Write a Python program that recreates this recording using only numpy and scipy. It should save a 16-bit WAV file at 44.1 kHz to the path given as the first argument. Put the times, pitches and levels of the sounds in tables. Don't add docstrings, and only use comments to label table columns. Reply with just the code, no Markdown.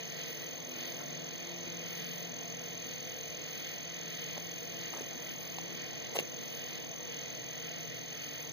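import sys
import numpy as np
from scipy import signal
from scipy.fft import rfft, irfft, next_fast_len
from scipy.io import wavfile
from scipy.ndimage import uniform_filter1d

SR = 44100
rng = np.random.default_rng(int(sys.argv[2]) if len(sys.argv) > 2 else 0)


def store_pcm(level_fs):
    pcm = np.round(np.clip(level_fs, -1, 1) * 32767).astype(np.int16)
    wavfile.write(sys.argv[1], SR, np.atleast_2d(pcm).T)


N = 375732
TIME = np.arange(N) / SR

# (frequency [Hz], density [dB per Hz], left minus right port [dB], likeness of the ports [-1..1])
RUMBLE_COLOUR = [(113, -90.5, 3, 0.57), (134.4, -72, -2, 0.29), (141, -80.5, -1, .85),
                 (153, -70, -0.5, 0.8), (204, -74, -4.5, 0.56), (282, -75, 4.5, 0.41),
                 (395, -81, 4.5, 0.43), (477, -73.5, -9, 0.69), (544, -79, 3, 0.021),
                 (687, -76.5, -0.5, 0.034), (762, -88, 2, 0.58), (974, -86, -3, -0.54),
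                 (1193, -88.5, 2, -0.5)]
DEEP_RUMBLE_COLOUR = [(29.8, -93, 0.29, .97), (70, -78, 0.33, 0.99), (105, -69.5, 1.4, 0.85),
                      (140.3, -73, 1, 0.85)]
TOAD_COLOUR = [(1190, -90, -7, 0.55), (1690, -85.5, -3, 0.44), (1930, -77, -0.5, 0.25),
               (2240, -81.5, -6.5, 0.44), (2410, -85.5, 26, 0.071), (2950, -80.5, -17, 0.16),
               (3800, -85, 0, 0.2), (4450, -82.5, 1.5, 0.13), (5070, -86.5, -4, 0.13),
               (5340, -85.5, 2.5, 0.11)]
FAR_CRICKET_COLOUR = [(5500, -91.5, 1, .1), (5830, -89.5, 3, 0.35), (6070, -85.5, 2.7, 0.24),
                      (6910, -99.5, 3.9, .1), (6920, -112, 1, .1)]
KATYDID_COLOUR = [(7930, -118, -17, 0.024), (8420, -116, -8, 0.013), (9710, -107.5, -35.5, 0.),
                  (11500, -105, -8.5, 0.011), (11740, -96.5, -18, 0.03), (13600, -90, -17.5, 0.),
                  (15200, -83, -16, 0.), (15500, -83.5, -18, 0.0044)]

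# (time [s], level [dB])
RUMBLE_SWELL = [(0, -53.5), (0.9, -51.5), (2.5, -52.5), (4, -53.5), (6.2, -51), (7.4, -52.5), (8.52, -55)]
DEEP_RUMBLE_DB, DEEP_RUMBLE_RISE_DB_PER_S = -69, 0.27

# (time [s], fundamental [Hz])
DRONE_PITCH = [(0, 86), (2.1, 85.5), (4, 84.5), (6.3, 83.5), (8.52, 81.5)]
# (time [s], level [dB])
DRONE_SECOND_SWELL = [(0, -61), (0.4, -66), (0.95, -62.5), (1.14, -56), (1.45, -58.5), (2.05, -51),
                      (2.35, -58), (2.55, -52.5), (3.2, -68), (3.7, -62), (3.95, -56), (4.4, -56),
                      (4.8, -57.5), (5.3, -62.5), (5.65, -56), (6.0, -64.5), (7.0, -69), (7.8, -55.5),
                      (8.3, -65), (8.52, -59)]
# (time [s], level of the fourth [dB], level of the sixth [dB])
DRONE_UPPER_SWELL = [(0, -68, -69), (0.5, -66, -61), (0.85, -54.5, -60), (1.15, -67, -59),
                     (1.6, -56, -60.5), (2.1, -65, -64), (2.5, -70, -70), (2.9, -62.5, -57),
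                     (3.5, -66.5, -62), (4.2, -66, -73), (4.8, -63, -80), (5.2, -60.5, -73),
                     (5.45, -70, -72), (5.7, -61, -76), (6.1, -68, -66), (7, -70.5, -59), (8.52, -73, -83)]
# (multiple of the fundamental, level [dB])
DRONE_HIGH_PARTIALS = [(7, -71), (8, -67), (9, -72)]
# (multiple of the fundamental, level [dB])
STEADY_PARTIALS = [(2, -64.5), (4, -71.5), (6, -67), (8, -71.5)]
STEADY_HZ = 75.33
# (time [s], level added to every partial [dB])
STEADY_SWELL = [(0, 3), (0.25, 7.5), (0.7, -2.5), (1.15, 6.5), (1.5, -6), (2.0, 3.5), (2.6, 1.5),
                (2.9, 0.5), (3.4, 5.5), (3.8, -1), (4.4, 0.5), (5.2, -7.5), (6.2, -1), (7.4, 2), (8.52, 2)]
# (time [s], low hum level [dB], high hum level [dB])
HUM_SWELL = [(0, -71, -76), (0.5, -70, -61), (1.0, -70, -58), (1.7, -74, -68), (2.0, -67.5, -71),
             (3.0, -70, -59), (3.5, -74, -75), (4.2, -66.5, -72), (5.3, -68, -68), (6.0, -67, -75),
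             (6.6, -69, -64), (7.3, -64, -69.5), (8.0, -61.5, -66), (8.52, -62, -64)]
HUM_HZ = (132.1, 252)
WAVER_DB = 3

# (start
# [s], length [s], treble level [dB], middle band level [dB])
SURGES = [(0.07, 0.49, -56.5, -52), (0.675, 0.41, -57, -50.5), (1.25, 0.59, -66, -58.5),
          (1.778, 0.54, -56, -50.5), (2.501, 0.98, -62.5, -55), (3.367, 0.49, -58, -54),
          (4.003, 1.13, -60, -54), (5.156, 0.48, -57.5, -54.5), (5.644, 0.47, -73, -53),
          (6.363, 0.49, -57, -52), (6.98, 0.42, -75, -53.5), (7.465, 0.51, -65, -53),
          (8.093, 0.52, -58.5, -53)]
SURGE_RISE_S, SURGE_FALL_S = 0.14, 0.21
KATYDID_BED_DB, TOAD_BED_DB, FAR_CRICKET_DB = -61, -51, -59
TOAD_THROB_DB, TOAD_THROB_PER_S = 1.3, 15

# (time [s], snap level [dB], knock level [dB], tick level [dB],
#   snap at the right port as a share of the left [-1..1], knock likewise [-1..1],
#   knock pitch [factor], knock ring time [factor])
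CLICKS = [(4.378, -35, -33, -46, .36, 0.7, 1.4, 0.58), (4.93, -40, -38, -48, .3, .6, 1.3, 0.35),
          (4.937, -36, -35.5, -45, .31, 0.54, 2.15, 0.23), (4.947, -44, -41, -48, .3, .6, 1., .4),
          (4.956, -45, -37, -56, .3, .6, 0.86, .5), (4.967, -45, -42, -52, .3, .6, 1.2, .4),
          (4.9832, -39, -36, -45, .2, 0.55, 1.2, .25), (5.009, -39, -27.5, -40, .1, .6, 0.81, 0.35),
          (5.5846, -29.5, -32.5, -44, 0.18, 0.32, 1.92, 0.38),
          (6.1548, -32, -27, -35, .3, 0.62, 1.24, 0.33), (6.1572, -31, -40, -44, .1, .6, 1.2, .4),
          (6.1622, -35, -27, -31, .2, 0.48, 1.6, 0.42), (6.1675, -22.5, -27.5, -35, 0.28, 0.66, 1.06, 0.93),
          (6.181, -42, -43, -47, .2, .6, 1.5, .4), (6.1881, -18.5, -22, -38, -.25, 0.56, 1.05, 0.4),
          (6.1935, -32, -39, -46, .2, .3, 1.5, 0.44), (6.197, -24, -45, -34, .1, .6, 1.4, 0.45),
          (6.2031, -36, -29, -39, .2, 0.65, 0.48, .8), (6.224, -44, -35, -56, .2, 0.5, 0.99, 0.97)]
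# (frequency [Hz], level [dB], time to die by 60 dB [s])
SNAP_MODES = [(2755, -2.5, 0.014), (2144, -8.5, 0.012), (3960, -6.5, 0.0063), (5800, -6, 0.005)]
# (frequency [Hz], level [dB], time to die by 60 dB [s])
KNOCK_MODES = [(573, -8, 0.038), (499, 8, 0.028), (421, 19, 0.025)]
# (time [s], peak level at the left port [dB])
BUMPS = [(1.673, -35), (4.378, -41), (5.008, -36), (5.086, -48), (5.156, -38), (5.748, -39)]
# (frequency [Hz], level [dB], time to die by 60 dB [s])
BUMP_MODES = [(249, 7, 0.069), (312, 0, 0.035), (182, -4, 0.063)]
# (time [s], length [s], level [dB], top of the dull part [Hz], gain of the added treble [dB])
RUSTLES = [(0.982, 0.069, -52.5, 1800, -45), (4.357, 0.033, -52, 1500, -18),
           (4.915, 0.12, -53.5, 2100, -13), (6.14, 0.035, -48.5, 1190, 3), (6.185, 0.022, -45, 1000, -6)]
TREBLE = signal.butter(1, 5000, "highpass", fs=SR, output="sos")

# (time [s], level [dB], pulses ahead of the steady beat [cycles])
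CRICKET_SONG = [(0, -50, 0.06), (1, -49, 0.07), (1.5, -50, 0.064), (1.9, -49, 0.014), (2.75, -48.5, 0.045),
                (3.75, -49, 0.0045), (4.25, -48.5, 0.0044), (5.1, -49, .007), (5.75, -49.5, 0.026),
                (6.15, -49.5, 0.07), (6.4, -49.5, 0.092), (7.25, -48.5, 0.077), (7.75, -49.5, 0.075),
                (8.52, -49, 0.0016)]
CRICKET_RATE_HZ, CRICKET_FIRST_S = 43.72, 0.0050
# (time from its start [s], level [dB], pitch [Hz])
STROKE = [(0., -40, 6430), (.0009, -15, 6430), (.0018, -5, 6420), (.0028, -2.5, 6405), (.0047, 0, 6390),
          (.0064, 0, 6355), (.0078, -1, 6300), (.0088, -3.5, 6230), (.0097, -7, 6160), (.0107, -13, 6130),
          (.012, -26, 6120)]
STROKE_SCATTER_DB, STROKE_STRETCH = 0.85, 0.045

PORT_DELAY = 16
TOP_HZ = 15500


def undb(db):
    return 10 ** (np.asarray(db) / 20)


def curve(rows):
    s, *columns = np.transpose(rows)
    return [np.interp(TIME, s, column) for column in columns]


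def walk(rate):
    hold = int(SR / rate)
    steps = np.repeat(rng.standard_normal(N // hold + 1), hold)
    smooth = uniform_filter1d(uniform_filter1d(steps, hold), hold)
    return 0.94 * smooth[:N]


def widen(ports):
    return ports - np.roll(ports[::-1], PORT_DELAY, axis=1)


def level(ports, db):
    centre = widen(ports).mean(axis=0)
    return ports * undb(db) / np.sqrt(np.mean(centre ** 2))


def hiss(colour, flicker_db, rate, lag_s=0):
    size = next_fast_len(N)
    hz, db, pan_db, like = np.transpose(colour)
    bin_hz = np.maximum(np.arange(size // 2 + 1) * SR / size, 1)
    at, rows_at = np.log(bin_hz), np.log(hz)
    gain = undb(np.interp(at, rows_at, db))
    pan = np.interp(at, rows_at, pan_db)
    like = np.interp(at, rows_at, np.clip(like, -1, 1))
    mid, side = rfft(rng.standard_normal((2, size)))
    mid, side = mid * np.sqrt(1 + like), side * np.sqrt(1 - like)
    left = undb(pan / 2) * (mid + side) * np.exp(-2j * np.pi * bin_hz * lag_s)
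    right = undb(-pan / 2) * (mid - side)
    spectra = gain * np.array([left, right])
    out = np.zeros((2, N))
    for one in np.eye(len(hz)):
        band = np.interp(at, rows_at, one, left=0, right=0)
        out += undb(flicker_db * walk(rate)) * irfft(spectra * band, size)[:, :N]
    return out


def ring(modes, rise_s, count=2600):
    t = np.arange(count) / SR
    y = sum(undb(db) * np.sin(2 * np.pi * hz * t) * 1000. ** (-t / t60) for hz, db, t60 in modes)
    y = y * (1 - np.exp(-t / rise_s)) ** 2
    return y / np.abs(y).max()


def add(ports, s, sound):
    i = int(s * SR)
    ports[:, i:i + sound.shape[1]] += sound


def rumble():
    swelling = level(hiss(RUMBLE_COLOUR, 1.35, 6), curve(RUMBLE_SWELL)[0])
    deep_db = DEEP_RUMBLE_DB + DEEP_RUMBLE_RISE_DB_PER_S * TIME + 1.3 * walk(3.3)
    return swelling + level(hiss(DEEP_RUMBLE_COLOUR, 0.77, 2.5), deep_db)


def partial(turns, db, waver_db, wander, lag_s):
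    phase = 2 * np.pi * turns + wander * walk(8)
    lag = np.gradient(phase) * SR * lag_s
    ports = np.array([np.sin(phase), np.sin(phase - lag)])
    return level(ports, db + waver_db * walk(9))


def falling_drone():
    turns = np.cumsum(curve(DRONE_PITCH)[0]) / SR
    out = partial(2 * turns, curve(DRONE_SECOND_SWELL)[0], 1.6, 0.4, lag_s=0.00014)
    for k, db in zip((4, 6), curve(DRONE_UPPER_SWELL)):
        out += partial(k * turns, db, WAVER_DB, 0.55 * k, lag_s=0.0001)
    for k, db in DRONE_HIGH_PARTIALS:
        out += partial(k * turns, db, 4.8, 1.67, lag_s=0.00025)
    return out


def steady_drone():
    swell_db = curve(STEADY_SWELL)[0]
    return sum(partial(k * STEADY_HZ * TIME, db + swell_db, 2.5, 1.16, lag_s=0.0001)
               for k, db in STEADY_PARTIALS)


def hums():
    return sum(partial(hz * TIME, db, WAVER_DB, 2.05, lag_s=0.00014)
               for hz, db in zip(HUM_HZ, curve(HUM_SWELL)))


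def far_crickets():
    return level(hiss(FAR_CRICKET_COLOUR, 4.1, 60), FAR_CRICKET_DB)


def chorus_levels():
    power = undb(2 * np.array([[KATYDID_BED_DB], [TOAD_BED_DB]])) * np.ones(N)
    for s, length, *db in SURGES:
        rise = (TIME - s) / SURGE_RISE_S
        fall = (s + length - TIME) / SURGE_FALL_S
        shape = np.clip(np.minimum(rise, fall), 0, 1)
        power = power + undb(2 * np.array(db))[:, None] * shape
    return 10 * np.log10(power)


def katydids(db):
    return level(hiss(KATYDID_COLOUR, 1.0, 25) * undb(1.8 * walk(36)), db)


def toads(db):
    throb = undb(TOAD_THROB_DB * walk(TOAD_THROB_PER_S))
    return level(hiss(TOAD_COLOUR, 0.75, 11, lag_s=0.0003415) * throb, db)


def bumps():
    out = np.zeros((2, N))
    for s, db in BUMPS:
        add(out, s, undb(db) * np.array([[1], [0.7]]) * ring(BUMP_MODES, 0.0016))
    return out


def rustle(grain_db=2.5):
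    out, t = np.zeros((2, N)), np.arange(5300) / SR
    grain = undb(grain_db * walk(300))
    for s, length, db, top_hz, treble_db in RUSTLES:
        grit = rng.standard_normal((2, len(t)))
        body_band = signal.butter(2, [360, top_hz], "bandpass", fs=SR, output="sos")
        body = signal.sosfilt(body_band, grit)
        treble = undb(treble_db) * signal.sosfilt(TREBLE, grit)
        swell = np.sin(np.pi * np.clip(t / length, 0, 1))
        add(out, s, undb(db) * swell * (body / body.std() + treble))
    return out * grain


def torch_clicks(scuff_db=-16):
    out, t = np.zeros((2, N)), np.arange(2600) / SR
    scuff_band = signal.butter(2, [1700, 4800], "bandpass", fs=SR, output="sos")
    for s, snap_db, knock_db, tick_db, snap_share, knock_share, pitch, ring_time in CLICKS:
        tick_grit, scuff_grit = rng.standard_normal((2, 2, len(t)))
        tick_shape = (1 - np.exp(-t / 0.0014)) * 1000. 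** (-t / 0.021)
        tick = undb(tick_db) * signal.sosfilt(TREBLE, tick_grit) * tick_shape
        scuff_gain = undb(max(snap_db, knock_db) + scuff_db)
        scuff = scuff_gain * signal.sosfilt(scuff_band, scuff_grit) * 1000. ** (-t / 0.1)
        snap = undb(snap_db) * ring(SNAP_MODES, 0.00024)
        knock_modes = np.multiply(KNOCK_MODES, (pitch, 1, ring_time))
        knock = -undb(knock_db) * ring(knock_modes, 0.00088)
        add(out, s, np.outer([1, snap_share], snap) + np.outer([1, knock_share], knock) + tick + scuff)
    return out


def near_cricket(slip=0.84, flutter_db=-0.5, pan_db=10.5, lag_turns=0.034):
    db, ahead = curve(CRICKET_SONG)
    beat = (TIME - CRICKET_FIRST_S) * CRICKET_RATE_HZ + ahead + 1
    stroke, since = beat.astype(int), beat % 1 / CRICKET_RATE_HZ
    detune, slips, strength, stretch = rng.standard_normal((stroke.max() + 1, 4)).T
    since = since / (1 + STROKE_STRETCH * np.clip(stretch[stroke], -2, 2))
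    s, shape_db, hz = np.transpose(STROKE)
    pitch = np.interp(since, s, hz) * (1 + 0.00292 * detune[stroke])
    phase = 2 * np.pi * np.cumsum(pitch) / SR + np.cumsum(slip * slips)[stroke]
    size_db = np.interp(since, s, shape_db, right=-80) + STROKE_SCATTER_DB * strength[stroke]
    size = undb(size_db + flutter_db * walk(220))
    size = uniform_filter1d(size, size=SR // 1500)
    left = np.sin(phase)
    right = undb(-pan_db) * np.sin(phase - 2 * np.pi * lag_turns)
    return level(size * np.array([left, right]), db)


def scene():
    katydid_db, middle_db = chorus_levels()
    background = rumble() + falling_drone() + steady_drone() + hums()
    animals = far_crickets() + katydids(katydid_db) + toads(middle_db)
    hand = rustle() + torch_clicks()
    return background + animals + bumps() + hand + near_cricket()


def record(dry):
    low_pass = signal.ellip(12, 0.3, 70, TOP_HZ, fs=SR, output="sos")
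    return signal.sosfilt(low_pass, widen(dry))


dry = scene()
out = record(dry)
store_pcm(out)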